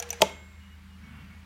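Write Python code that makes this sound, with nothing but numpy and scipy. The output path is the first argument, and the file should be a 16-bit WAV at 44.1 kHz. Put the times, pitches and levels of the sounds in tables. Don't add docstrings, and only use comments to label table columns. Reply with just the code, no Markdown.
import sys
import numpy as np
from scipy import signal
from scipy.io import wavfile
from scipy.ndimage import uniform_filter1d

SR = 44100
rng = np.random.default_rng(int(sys.argv[2]) if len(sys.argv) > 2 else 0)


def volts(x):
    e = np.asarray(x, float) / 20
    return 10 ** e


def wrap_up_sound(samples):
    columns = np.atleast_2d(samples).T
    tamed = np.clip(columns, -1, 1)
    steps = np.round(tamed * 32767).astype(np.int16)
    wavfile.write(sys.argv[1], SR, steps)


N = 63945


def evened(x):
    return x / np.sqrt(np.mean(x ** 2) + 1e-20)


def read(points, hz):
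    point_hz, value = np.transpose(points)
    return np.interp(np.log(hz + 1), np.log(point_hz + 1), value)


def drift(top_hz):
    hz = np.geomspace(top_hz / 10, top_hz, 20)[:, None]
    turns = hz * np.arange(N) / SR + rng.random(hz.shape)
    return evened((np.sin(2 * np.pi * turns) / np.sqrt(hz)).sum(0))


def noise(colour, patchy_db):
    size, hop = 2048, 512
    hz = np.fft.rfftfreq(size, 1 / SR)
    real, imag, raw = rng.standard_normal((N // hop + 5, len(hz), 3)).T
    patches = uniform_filter1d(raw, size=20, axis=0)
    patches = evened(uniform_filter1d(patches, size=5, axis=1))
    level_db = read(colour, hz)[:, None] + patchy_db * patches
    spectra = (real + 1j * imag) * volts(level_db)
    return evened(signal.istft(spectra, nperseg=size, noverlap=size - hop)[1][:N])


def burst(rows, colour, t60_s):
    t = np.arange(N) / SR
    shape = np.zeros(N)
    for start_s, level_db in rows:
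        late_s = np.maximum(t - start_s, 0)
        attack = np.minimum(late_s / 0.0002, 1)
        shape += volts(level_db - 60 * late_s / t60_s) * attack
    return shape * noise(colour, 2.1)


def ring(modes, rise_s):
    t = np.arange(SR) / SR
    x = np.zeros(SR)
    for hz, level_db, t60_s in modes:
        phase_turns = 0.2 * rng.random()
        x += volts(level_db - 60 * t / t60_s) * np.sin(2 * np.pi * (hz * t + phase_turns))
    return x * (1 - np.exp(-t / rise_s))


def strikes(rows, chatter_db):
    chatter_decay_s, chatter_per_s, length = 0.0014, 3000, 400
    t = np.arange(length) / SR
    x = np.zeros(N)
    for start_s, level_db in rows:
        chance, height = rng.random((length, 2)).T
        rebound = chance < chatter_per_s / SR
        clicks = volts(chatter_db) * rebound * (2 * height - 1) * np.exp(-t / chatter_decay_s)
        clicks[0] = 1
        at = max(round(start_s * SR), 0)
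        x[at:at + length] += volts(level_db) * clicks
    return x


def struck(rows, modes, rise_s, chatter_db):
    body = ring(modes, rise_s)
    return signal.fftconvolve(strikes(rows, chatter_db), body / abs(body).max())[:N]


def contacts():
    # start_s, level_db
    opens = [
        (0.0002, -22.5),
        (0.1043, -20),
    ]
    closes = [
        (0.0248, -27),
        (0.1291, -28.5),
    ]
    # pitch_hz, level_db, t60_s
    open_modes = [(2260, -21, 0.034), (3300, -12.5, 0.0084), (4400, -23, 0.0064), (5950, -0.5, 0.02),
                  (6490, 1, 0.0071), (6840, 0, 0.0064), (8900, -17, 0.0135), (9700, -14.5, .005),
                  (11440, -14.5, 0.012), (14000, -4.5, 0.0059), (15700, -16.5, 0.007)]
    close_modes = [(1660, -16, 0.068), (2380, -13, 0.016), (4560, -15, .015), (6206, -7.5, 0.035),
                   (7180, 1.5, 0.00994), (8872, -2.5, 0.011), (11100, -11, 0.0075), (13500, -13.5, .01)]
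    # hz, db_per_hz
    snap_colour = [(880, -56), (1500, -22), (2300, 1.5), (3350, -9), (5770, -8.5), (12500, -21),
                   (16000, -34)]
    # start_s, level_db
    open_knocks = [
        (0.0005, -35),
        (0.1045, -41),
    ]
    close_knocks = [
        (0.0265, -36.5),
        (0.1295, -35),
    ]
    # pitch_hz, level_db, t60_s
    open_knock_modes = [(697, 5.5, 0.06), (730, -8.5, 0.029), (1300, -11.5, .02)]
    close_knock_modes = [(820, -0.5, 0.0263), (676, -10, 0.025)]

    springs = struck(opens, open_modes, 0.000588, -5.5) + struck(closes, close_modes, 0.00015, -5.5)
    snaps = [(start_s, level_db - 18.5) for start_s, level_db in opens]
    snaps += [(start_s, level_db - 8.5) for start_s, level_db in closes]
    knocks = struck(open_knocks, open_knock_modes, 0.0012, -12.5)
    knocks += struck(close_knocks, close_knock_modes, 0.0026, -11)
    return springs + burst(snaps, snap_colour, 0.05) + knocks


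def gear_ticks():
    # start_s, level_db, pitch_hz, t60_s
    ticks = [(0.0893, -45, 10400, 0.016), (0.0896, -43, 3150, 0.029), (0.0903, -45, 6050, 0.021),
             (0.1951, -54, 13400, 0.021), (0.2111, -45, 12600, .021), (0.2113, -35, 7100, 0.015),
             (0.2129, -31, 6050, .013), (0.2311, -34, 6450, 0.017), (0.2936, -51, 11100, .016),
             (0.2954, -40, 2420, 0.022), (1.1701, -59, 12000, .012)]
    out = np.zeros(N)
    for start_s, level_db, pitch_hz, t60_s in ticks:
        ratios = volts(np.linspace(-2, 2, 14) + 0.6 * rng.random(14))
        modes = [(pitch_hz * ratio, 0, t60_s) for ratio in ratios]
        out += struck([(start_s, level_db)], modes, 0.00052, -1.1)
    return out


def clack():
    # start_s, metal_db, case_db
    blows = [
        (0.2067, -41, -25),
        (0.2178, -10.5, -19),
        (0.2194, -1, -29.5),
        (0.2211, -19, -6),
        (0.2223, -23, -33),
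    ]
    # pitch_hz, level_db, t60_s
    wheel_modes = [(1705, -8, 0.012), (2158, -4, 0.022), (2620, -3, .013), (2875, 2, 0.007),
                   (3180, 5, .009), (3720, -1, 0.011), (4380, -5, 0.007), (4900, -8, 0.004),
                   (5450, -7, .007), (6300, -3, 0.006), (7100, -4, .005), (8700, -19, 0.012),
                   (11530, -28, 0.045), (14150, -12, .004)]
    # pitch_hz, level_db, t60_s
    case_modes = [(160, -20, 0.18), (194.5, -11.5, 0.15), (311.9, -19.5, 0.11), (421.3, -3, 0.093),
                  (516, 1.5, 0.058), (590, -7, 0.086), (637, 9, 0.034), (698.7, -16, 0.027),
                  (875, 5, 0.053), (971, -1, 0.048), (1140, -10, 0.045), (1319.6, -18, 0.022)]
    # hz, db_per_hz
    crack_colour = [(880, -38), (1500, -28), (3000, 2), (5170, -5.5), (6760, -2), (10500, -20.5),
                    (13900, -12.5), (16000, -39)]

    metal_blows = [(start_s, metal_db) for start_s, metal_db, _ in blows]
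    case_blows = [(start_s, case_db) for start_s, _, case_db in blows]
    metal = struck(metal_blows, wheel_modes, 0.0001, -14.5)
    crack = volts(-7) * burst(metal_blows, crack_colour, 0.009)
    return metal + crack + struck(case_blows, case_modes, 0.0006, -20)


def bells_and_rattle():
    stop_s = 0.2193
    # pitch_hz, level_db, t60_s
    bell_modes = [(1534, -57, 1.2), (2105, -46.5, 0.45), (2170, -45.5, 1.25), (3774, -63, 1.0),
                  (6062, -55, .26), (7364, -55.5, 1.2), (13400, -54, .3)]
    # hz, db_per_hz
    rattle_colour = [(150, -51), (250, -5.5), (407, -8), (2710, -16), (3710, -12.5), (4730, -32.5),
                     (5930, -16), (13700, -44.5), (16000, -54)]
    at = round(stop_s * SR)
    bells = np.zeros(N)
    bells[at:at + SR] = ring(bell_modes, 0.0064)
    return bells * volts(0.36 * drift(21)) + burst([(stop_s, -35.5)], rattle_colour, 0.37)


def governor():
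    whirr_db, end_s, fade_s = -51, 0.3, 0.018
    # hz, db_per_hz
    whirr_colour = [(250, -33.5), (400, -6), (900, -9.5), (2100, -7.5), (3500, -16), (6200, -17.5),
                    (8000, -24.5), (15500, -41.5)]
    # start_s, pitch_hz, level_db
    teeth = [(0.0, 460, -65), (0.016, 477, -44), (0.036, 471, -48), (0.054, 482, -54.5), (0.076, 481, -48),
             (0.11, 456, -55.5), (0.124, 472, -47), (0.202, 470, -58), (0.21, 477, -48)]
    t = np.arange(N) / SR
    running = np.clip((end_s - t) / fade_s, 0, 1)
    start_s, pitch_hz, level_db = np.transpose(teeth)
    turns = np.cumsum(np.interp(t, start_s, pitch_hz)) / SR
    level = volts(np.interp(t, start_s, level_db, right=-120))
    tone = np.sqrt(2) * level * np.sin(2 * np.pi * turns)
    return running * (tone + volts(whirr_db) * noise(whirr_colour, 1.3))


def squeaks():
    rise_s, fall_s = 0.0086, 0.033
    # start_s, length_s, pitch_hz, level_db
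    calls = [(0.594, 0.081, 2890, -65), (0.701, 0.038, 2890, -64), (0.894, 0.056, 2870, -66.5),
             (1.029, 0.076, 2223, -59.5), (1.135, 0.07, 2223, -62), (1.137, 0.1, 2740, -65),
             (1.296, 0.072, 2210, -63), (1.025, 0.022, 5630, -73)]
    t = np.arange(N) / SR
    flutter = volts(0.38 * drift(41))
    out = np.zeros(N)
    for start_s, length_s, pitch_hz, level_db in calls:
        rise = (t - start_s) / rise_s
        fall = (start_s + length_s - t) / fall_s + 1
        shape = np.clip(np.minimum(rise, fall), 0, 1)
        out += np.sqrt(2) * volts(level_db) * shape * flutter * np.sin(2 * np.pi * pitch_hz * t)
    return out


def vehicle():
    # hz, db_per_hz
    tyre_colour = [(60, -22), (100, -0.5), (220, 1.5), (300, -19), (600, -22), (1400, -15.5), (2900, -19.5),
                   (5000, -45)]
    # start_s, level_db
    tyre_level = [(.9, -87), (1.0, -59.5), (1.06, -52.5), (1.15, -49), (1.25, -52.5), (1.35, -54.5),
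                  (1.45, -67)]
    # start_s, pitch_hz, level_db
    engine = [
        (0.971, 214.3, -81),
        (1.021, 211.9, -61),
        (1.12, 225.8, -55),
        (1.2, 209.9, -59.5),
        (1.271, 190.5, -71),
    ]
    t = np.arange(N) / SR
    tyres = volts(np.interp(t, *np.transpose(tyre_level), left=-120)) * noise(tyre_colour, 1.5)
    start_s, pitch_hz, level_db = np.transpose(engine)
    wavering_hz = np.interp(t, start_s, pitch_hz) * (1 + 0.012 * drift(15.22))
    turns = np.cumsum(wavering_hz) / SR
    level = volts(np.interp(t, start_s, level_db, left=-120, right=-120) + 0.91 * drift(24.2))
    note = np.sin(2 * np.pi * turns) + volts(-4) * np.sin(np.pi * turns)
    return tyres + np.sqrt(2) * level * note


def background():
    # hz, db_per_hz
    hiss_colour = [(160, -45.5), (280, -8.5), (698, -12), (980, -4), (2130, -4), (2530, -7), (2940, -8),
                   (3430, -11), (16000, -32)]
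    rumble_colour = [(25, -43), (38, -22.5), (46, 1), (110, -29.5), (180, 1), (230, -15.5), (280, -15.5),
                     (400, -40)]
    # pitch_hz, level_db
    hum = [(52, -60.5), (78, -50.5), (110, -68), (155.5, -80), (195, -59.5)]
    out = volts(-60) * noise(hiss_colour, 1.2) + volts(-60) * noise(rumble_colour, 2.1)
    for pitch_hz, level_db in hum:
        turns = np.cumsum(pitch_hz * (1 + 0.01 * drift(14))) / SR + rng.random()
        out += np.sqrt(2) * volts(level_db + 1.64 * drift(48)) * np.sin(2 * np.pi * turns)
    return out


def room(x):
    # hz, t60_s
    decay = [(200, 1), (600, 0.35), (2000, 0.55), (6000, 0.34), (14000, 0.24)]
    spacing = 20
    taps = np.zeros(SR // 2)
    at = np.arange(150, SR // 2 - spacing, spacing)
    at = at + rng.integers(0, spacing, len(at))
    taps[at] = rng.choice([-1.0, 1.0], len(at))
    hz, t, spectra = signal.stft(taps, SR, nperseg=256)
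    fall = volts(-60 * t / read(decay, hz)[:, None])
    tail = signal.istft(spectra * fall, SR, nperseg=256)[1]
    return signal.fftconvolve(x, tail / np.linalg.norm(tail))[:N]


def scene():
    phone = contacts() + gear_ticks() + clack()
    near = phone + volts(-19.5) * room(phone) + bells_and_rattle() + governor()
    return (near + squeaks() + vehicle() + background())[None]


def top_cut(x):
    return signal.sosfilt(signal.butter(12, 16600, fs=SR, output="sos"), x)


def record(dry):
    low_hz, edge_hz = 42, 16150
    high_pass = signal.butter(3, low_hz, btype="high", fs=SR, output="sos")
    thin = signal.sosfilt(high_pass, dry)
    edge = signal.firwin(255, edge_hz, window=("kaiser", 9), fs=SR)[None]
    return top_cut(signal.oaconvolve(thin, edge, "same"))


dry = scene()
out = record(dry)
wrap_up_sound(out)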